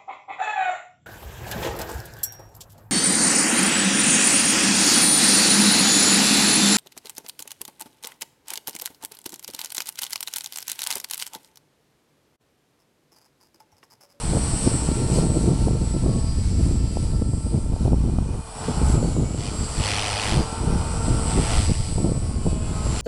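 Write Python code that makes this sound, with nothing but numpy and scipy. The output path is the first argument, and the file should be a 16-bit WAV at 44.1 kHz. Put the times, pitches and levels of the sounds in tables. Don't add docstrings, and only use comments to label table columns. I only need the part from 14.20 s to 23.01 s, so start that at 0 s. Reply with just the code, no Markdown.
import sys
import numpy as np
from scipy import signal
from scipy.fft import rfft, irfft, next_fast_len
from scipy.io import wavfile
from scipy.ndimage import uniform_filter1d

SR = 44100
rng = np.random.default_rng(int(sys.argv[2]) if len(sys.argv) > 2 else 0)


def decibels_to_gain(level_db):
    exponent = np.asarray(level_db, float) / 20
    return 10 ** exponent


def store_wav(level_fs):
    pcm = np.round(np.clip(np.atleast_2d(level_fs), -1, 1) * 32767)
    wavfile.write(sys.argv[1], SR, pcm.T.astype(np.int16))


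N = 388521
CONTROL_STEP = 40
ROTOR = 13 / 150
TAIL = ROTOR * 106 / 25
POLES = 8 * ROTOR


def in_time(rows):
    s, *columns = np.transpose(rows)
    return [np.interp(np.arange(N) / SR, s, column) for column in columns]


def bumps(rows):
    t = np.arange(0, N + CONTROL_STEP, CONTROL_STEP) / SR
    total = sum(height * np.exp(-np.abs(2 * (t - s) / length) ** 2.3) for s, length, height in rows)
    return np.interp(np.arange(N) / SR, t, total)


def rms_one(x):
    return x / np.sqrt(np.mean(x ** 2) + 1e-20)


def drift(rate):
    r = np.exp(-2 * np.pi * CONTROL_STEP * rate / SR)
    sparse = rng.standard_normal(N // CONTROL_STEP + 2002)
    slow = signal.lfilter([1], [1, -2 * r, r * r], sparse)[2000:]
    return np.interp(np.arange(N) / CONTROL_STEP, np.arange(len(slow)), rms_one(slow))


def bands(spectrum, edges):
    size = next_fast_len(N)
    log_hz = np.log(np.arange(1, size // 2 + 2) * SR / size)
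    at_hz, db = np.transpose(spectrum)
    noise = rfft(rng.standard_normal(size)) * decibels_to_gain(np.interp(log_hz, np.log(at_hz), db))
    for low, high in zip(edges, edges[1:]):
        rise, fall = (np.clip((log_hz - np.log(edge)) / .06 + .5, 0, 1) for edge in (low, high))
        yield np.sqrt(low * high), irfft(noise * np.sqrt(rise - fall), size)[:N]


# (time [s], speed [turns/s])
SHAFT_SPEED = [(0, 621), (.4, 618), (1.15, 617.5), (2.12, 600.7), (3.12, 607.3), (4.25, 613.5), (4.49, 590),
               (4.65, 583), (4.85, 559.5), (5.0, 555.5), (5.3, 587.5), (6.13, 598), (6.38, 615),
               (6.72, 621), (7.7, 604.8), (7.97, 607.5), (8.37, 573.5), (8.81, 579)]


def shaft():
    inertia_s = .1
    speed = uniform_filter1d(in_time(SHAFT_SPEED)[0], size=round(inertia_s * SR))
    return np.cumsum(speed) / SR


# (order [per motor turn], level under group [dB])
PARTIALS = [
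    [(13, 0), (12, -19), (13 - 2 * ROTOR, -16), (13 + 2 * ROTOR, -20), (7, -17)],
    [(13 - POLES, 0), (13 - 6 * ROTOR, -8)],
    [(13 + POLES, 0), (12, -12)],
    [(14, 0), (14 + TAIL, -6), (14 + POLES, -10), (14 + ROTOR, -11), (15 + TAIL, -12)],
    [(8, 0), (13 + TAIL, -7)],
    [(4 * TAIL, -2), (6 * TAIL, -6), (1, -9)],
    [(5 * TAIL, 0), (3 * TAIL, 0)],
    [(8 * TAIL, 0), (10 * TAIL, 0), (9 * TAIL, -7)],
    [(12 * TAIL, 0), (14 * TAIL, -4), (13 * TAIL, -7), (15 * TAIL, -7), (16 * TAIL, -7)],
    [(9, 0), (25 * TAIL, -1)],
    [(15, 0), (16, 0)],
    [(4, 0), (5, -4), (10, -5)],
    [(13 - 6 * ROTOR, 0), (13 + TAIL, -1), (13 - 2 * ROTOR, -3)],
]
# (time [s], level [dB])
GEARBOX = [(0, -39), (.49, -32), (.7, -37), (1.19, -41), (1.37, -48), (1.95, -47), (2.5, -52), (3.3, -52),
           (3.69, -67), (4.06, -62), (4.4, -47), (5.18, -49), (5.54, -42), (6.13, -55), (7.07, -39),
           (7.88, -44), (8.34, -54), (8.81, -42)]
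# (time [s], length [s], peak [dB])
MOTOR_GLINTS = [
    [(.45, .9, -42.5), (1.4, 1.0, -55), (2.45, .4, -50), (3.1, 1, -56), (4.4, 0.28, -65), (5.0, 0.37, -54),
     (5.7, 0.73, -50), (6.1, .25, -50), (7.0, 0.91, -44.5), (8.8, 0.42, -48)],
    [(.6, 1.2, -66), (2.35, 0.26, -61), (3.55, 1.9, -66), (4.7, 0.37, -44.5), (5.7, 2.7, -51),
     (7.25, 0.62, -44), (8.55, 2.1, -51)],
    [(.49, 0.5, -58), (3.25, 0.37, -48.5), (3.9, 0.86, -71), (7.1, 0.34, -41.5)],
    [(2.1, 0.57, -54), (2.75, 1.5, -55), (4.5, 0.49, -57), (4.87, 0.14, -52), (5.46, 0.43, -48),
     (6.2, 0.51, -49), (7.3, 1.9, -51), (7.38, 0.17, -48), (8.5, .7, -62)],
]
# (time [s], length [s], peak [dB])
TAIL_GLINTS = [
    [(.95, 1, -46.5), (1.85, 0.74, -64.5), (2.75, 3.3, -54), (4.65, 0.4, -44), (5.7, 0.26, -49),
     (6.8, 1.77, -41.5), (7.8, 0.32, -62.5), (8.65, 0.45, -47)],
    [(.3, 0.21, -51), (1.19, .25, -68), (2.0, 0.31, -53), (4.55, 1.5, -57), (6.0, 0.17, -63),
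     (7.2, 1.03, -54), (8.45, .9, -48)],
]
# (time [s], length [s], peak [dB])
FRAME_GLINTS = [
    [(2.3, 1.5, -66), (7.9, .6, -63), (8.55, .35, -60)],
    [(2.75, .4, -63), (8.38, .35, -55)],
    [(.5, 1.0, -63), (2.2, 1.8, -60), (3.8, .6, -65), (4.53, .4, -56), (5.3, .35, -57), (6.6, .9, -56),
     (8.0, .5, -62)],
    [(3.2, .8, -62), (4.45, .6, -55), (5.4, .4, -56), (6.4, .4, -57), (7.4, 1.6, -57), (8.3, .5, -56)],
    [(4.0, 1.5, -65), (5.1, .8, -62), (6.7, .8, -60), (8.1, .8, -62)],
    [(3.8, .7, -60), (7.4, 1.0, -53), (8.5, .4, -58)],
]
OFF_BEAM_DB = [-27, -21, -6.5, -29, -25, -22, -24.5, -26.5, -18, -27, -59, -25]


def whine(turns):
    out = np.zeros(N)
    mesh = decibels_to_gain(in_time(GEARBOX)[0])
    levels = [mesh]
    for off_db, glints in zip(OFF_BEAM_DB, MOTOR_GLINTS + TAIL_GLINTS + FRAME_GLINTS):
        beam = bumps([(s, length, decibels_to_gain(peak_db)) for s, length, peak_db in glints])
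        levels.append(np.hypot(decibels_to_gain(off_db) * mesh, beam))
    for level, partials in zip(levels, PARTIALS):
        for order, under_db in partials:
            fade_db = 1.5 + (2.6 + .07 * abs(under_db)) * drift(7.0)
            waver = 0.24 * drift(11.0) + 2 * np.pi * rng.random()
            out += level * decibels_to_gain(under_db + fade_db) * np.sin(2 * np.pi * order * turns + waver)
    return np.sqrt(2) * out


# (frequency [Hz], density [dB per Hz])
BLADE_COLOUR = [(150, -7.5), (850, 0.5), (1350, -2), (1600, -7), (2700, -4.5), (3700, -6.5), (4600, -2),
                (5700, -6), (6600, -9), (7600, -4.5), (9000, -3.5), (10300, -6.5), (10900, -21),
                (12000, -24)]
# (multiple of blade rate, level [dB])
BLADE_ORDERS = [(1, 2), (2, -8), (3, -8), (4, -11), (5, -11), (6, -9), (7, -8), (8, -7), (9, -14), (10, -8),
                (12, -14)]


def blades(turns):
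    chop, (tone_db, tail_db), zones_db = effort()
    angle = 4 * np.pi * ROTOR * turns + 0.61
    out = np.zeros(N)
    for k, db in BLADE_ORDERS:
        out += decibels_to_gain(tone_db + db + 2.0 * drift(5.0)) * np.sin(k * angle + k * k)
    out += np.sqrt(2) * decibels_to_gain(tail_db + drift(5.0)) * np.sin(4 * np.pi * TAIL * turns)
    air_db = .8 * drift(4.0)
    edges_hz = [150, 1600, 3700, 6700, 12350]
    bites, trims_db = [0.38, 1.03, 0.84, 0.47], [-0.38, 0.15, .1, 0.18]
    strength, grit = drift(60), drift(450)
    for level_db, low, high, bite, trim_db in zip(zones_db, edges_hz, edges_hz[1:], bites, trims_db):
        noise = np.zeros(N)
        depth = bite * chop
        for _, band in bands(BLADE_COLOUR, np.geomspace(low, high, num=5)):
            gate = np.exp(depth * (np.cos(angle + .25 * drift(30)) - 1))
            gate *= decibels_to_gain(depth * (.4 * strength + 1.5 * grit + .7 * drift(60)))
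            gate = .25 + gate / np.sqrt(uniform_filter1d(gate ** 2, size=2200))
            noise += decibels_to_gain(.7 * drift(5.0)) * gate * band
        out += decibels_to_gain(level_db + trim_db + air_db) * rms_one(noise)
    return out


# (time [s], loudness [dB], edge-on [dB], brighter when positive)
DISC = [(0, -34.5, -3), (.55, -37.5, 1), (1.55, -47, 2), (2.2, -48, 5.5), (3.05, -53.5, 3),
        (4.24, -44.5, -7.5), (4.45, -30.5, -6), (4.7, -34, -10), (4.9, -43.5, -3), (5.16, -45.5, -2),
        (5.45, -36, -2.5), (5.7, -30.5, -1), (6.5, -32, -9.5), (7.35, -31, -4), (7.56, -44.5, 6.5),
        (8.0, -46.5, -1.5), (8.5, -40.5, -4.5), (8.81, -33.5, -1)]
# (start [s], hold [s], release [s], strength [0-1])
BITES = [
    (4.3, .3, 0.18, 0.02),
    (5.118, 0.04, 0.063, 0.83),
    (5.544, 0.47, 0.16, 0.83),
    (7.012, 0.31, 0.34, 0.43),
    (8.623, .3, .1, 0.35),
]
# (time [s], level [dB])
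SWELLS = [(.3, 2.5), (.45, 3), (.97, 4.5), (1.2, 3), (1.46, 1), (1.89, 1), (2.46, 3), (2.83, 2.5),
          (3.63, 2.5), (4.45, -1.5), (4.7, 6), (4.9, 2.5), (5.05, 0.5), (5.65, 1), (6.08, 3), (7.37, 2.5)]
# (level [dB], share of disc loudness, of edge-on, of gearbox, of swell, lift at full bite [dB])
ZONES = [
    (-43, 0.85, .01, .01, 0.76, 1.5),
    (-49, 0.88, 0.65, 0.0089, 0.84, 12.5),
    (-45.5, 0.8, 0.88, 0.033, 1.1, 7.5),
    (-44.5, .55, 0.46, 0.16, 1.43, 3),
]
# (level [dB], share of disc loudness, lift at full bite [dB])
MAIN_TONE, TAIL_TONE = (-54, .6, 16), (-47, .75, -3)


def effort():
    attack_s, swell_s, idle_chop = 0.11, 0.15, 0.2
    bite = np.zeros(N)
    for start, hold, release, strength in BITES:
        full = start + attack_s
        bite += in_time([(start, 0), (full, strength), (full + hold, strength), (full + hold + release, 0)])[0]
    swell_db = bumps([(s, swell_s, db) for s, db in SWELLS])
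    disc_db, edge_db = in_time(DISC)
    disc_db, gear_db = disc_db + 42, in_time(GEARBOX)[0] + 47
    tones_db = [db + share * disc_db + lift * bite for db, share, lift in (MAIN_TONE, TAIL_TONE)]
    zones_db = [db + disc * disc_db + edge * edge_db + gear * gear_db + swell * swell_db + lift * bite
                for db, disc, edge, gear, swell, lift in ZONES]
    return idle_chop + 1.1 * bite, tones_db, zones_db


# (time [s], lag [ms])
GROUND = [(0, 1.24), (4.3, 1.14), (4.9, 1.33), (5.5, 1.64), (5.8, 1.5), (6.2, 1.09), (6.8, 1.5),
          (8.81, 1.31)]


def ground(x):
    grass_db, grass_cut_hz = -9, 1080
    late = np.interp(np.arange(N) - in_time(GROUND)[0] * SR / 1000, np.arange(N), x)
    cut = np.exp(-2 * np.pi * grass_cut_hz / SR)
    ahead = signal.lfilter([1 - cut], [1, -cut], late[::-1])[::-1]
    return x + decibels_to_gain(grass_db) * signal.lfilter([1 - cut], [1, -cut], ahead)


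# (time [s], strength [dB], sharpness [dB])
BREEZE = [(0, -28.5, -5), (.1, -23.5, -3.5), (1.0, -24, 3), (1.95, -21.5, -4), (2.25, -20.5, -10),
          (3.2, -27, -6), (3.75, -18, -5.5), (4.15, -24, -1), (4.27, -40, -8), (4.45, -35, 3.5),
          (4.65, -15, -5), (5.25, -30, 1), (6.0, -34, -8), (6.33, -34, -3.5), (6.5, -25, -6),
          (7.0, -23.5, -3), (7.45, -22.5, -7), (8.81, -25.5, -2)]
# (time [s], length [s], push [dB], extra sharpness [dB])
GUSTS = [(0.137, 0.091, 1.5, 7), (0.458, 0.16, -0.5, 6), (0.778, 0.029, -1.5, 7), (0.985, 0.17, 2.5, 1.5),
         (1.191, 0.087, 2, 3), (1.296, 0.091, 2, 3.5), (1.46, 0.2, 3.5, 0.5), (1.89, 0.22, 1, 5),
         (2.466, 0.38, 4.5, 4.5), (2.976, 0.48, 5, 3), (3.147, 0.064, 5, -1), (3.353, 0.079, 6, 5.5),
         (3.692, 0.11, 2, 4.5), (3.885, 0.11, 2, 2), (4.491, 0.032, 3.5, 3.5), (4.828, 0.19, -2.5, 6),
         (5.015, 0.088, 2, 4), (5.413, 0.089, 8.5, -5), (5.594, 0.061, 12, -0.5), (6.172, .16, 15, 8),
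         (6.48, 0.2, 7, 5), (6.912, 0.095, 7, 2), (7.188, 0.075, 4, 9), (7.387, 0.072, 8.5, -2.5),
         (7.5, 0.046, 6, 4.5), (7.87, 0.21, 0.5, 9), (8.287, 0.14, 4, 2.5), (8.69, 0.11, 4, -2)]
# (frequency [Hz], density [dB per Hz])
WIND_COLOUR = [(18, 6), (35, 2), (60, 8), (120, 1), (250, -9), (400, -18), (650, -28.5), (1100, -44.5)]


def wind():
    flutter_db, crackle_db, crackle_share = -1.5, -10, 0.58
    breeze_db, sharp_db = in_time(BREEZE)
    gusts = np.array(GUSTS)
    rumble_db = breeze_db + bumps(gusts[:, [0, 1, 2]])
    sharp_db = sharp_db + bumps(gusts[:, [0, 1, 3]])
    surge, lumps, flicks = drift(16.8), drift(24.0), drift(75)
    zones = np.zeros((3, N))
    for hz, band in bands(WIND_COLOUR, np.geomspace(15, 1300, num=14)):
        octave = np.log2(hz / 30)
        zone = np.searchsorted([125, 360], hz)
        zones[zone] += band * decibels_to_gain(octave * (0.28 * lumps + 1.31 * flicks) + 1.4 * surge)
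    power = uniform_filter1d(uniform_filter1d(zones ** 2, size=6000), size=6000)
    steps_db = [rumble_db, flutter_db + sharp_db, crackle_db + crackle_share * sharp_db]
    levels_db = np.cumsum(steps_db, axis=0)
    return np.sum(decibels_to_gain(levels_db) * zones / np.sqrt(power), axis=0)


# (time [s], peak [dB])
POPS = [(1.294, -26), (1.483, -17), (2.771, -16), (3.343, -27), (3.534, -26), (3.564, -24), (3.661, -20),
        (3.679, -17.5), (3.732, -18), (7.784, -20), (8.266, -17)]


def pops():
    clicks = np.zeros(N)
    for s, db in POPS:
        clicks[round(s * SR)] = decibels_to_gain(db)
    t = np.arange(-300, 300) / SR
    snap = -np.cos(2 * np.pi * 680 * t) * np.exp(-(t / 0.0011) ** 2)
    push = 1.9 * np.sin(2 * np.pi * 230 * t) * np.exp(-(t / 0.00087) ** 2)
    return np.convolve(clicks, snap + push, "same")


def scene():
    turns = shaft()
    craft = whine(turns) + ground(blades(turns))
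    return (craft + wind() + pops())[None]


def roll_off(x):
    return signal.sosfilt(signal.butter(12, 12370, fs=SR, output="sos"), x)


def record(dry):
    mix = 0.86 * np.tanh(dry / 0.97)
    return roll_off(mix)


dry = scene()
out = record(dry)
store_wav(out)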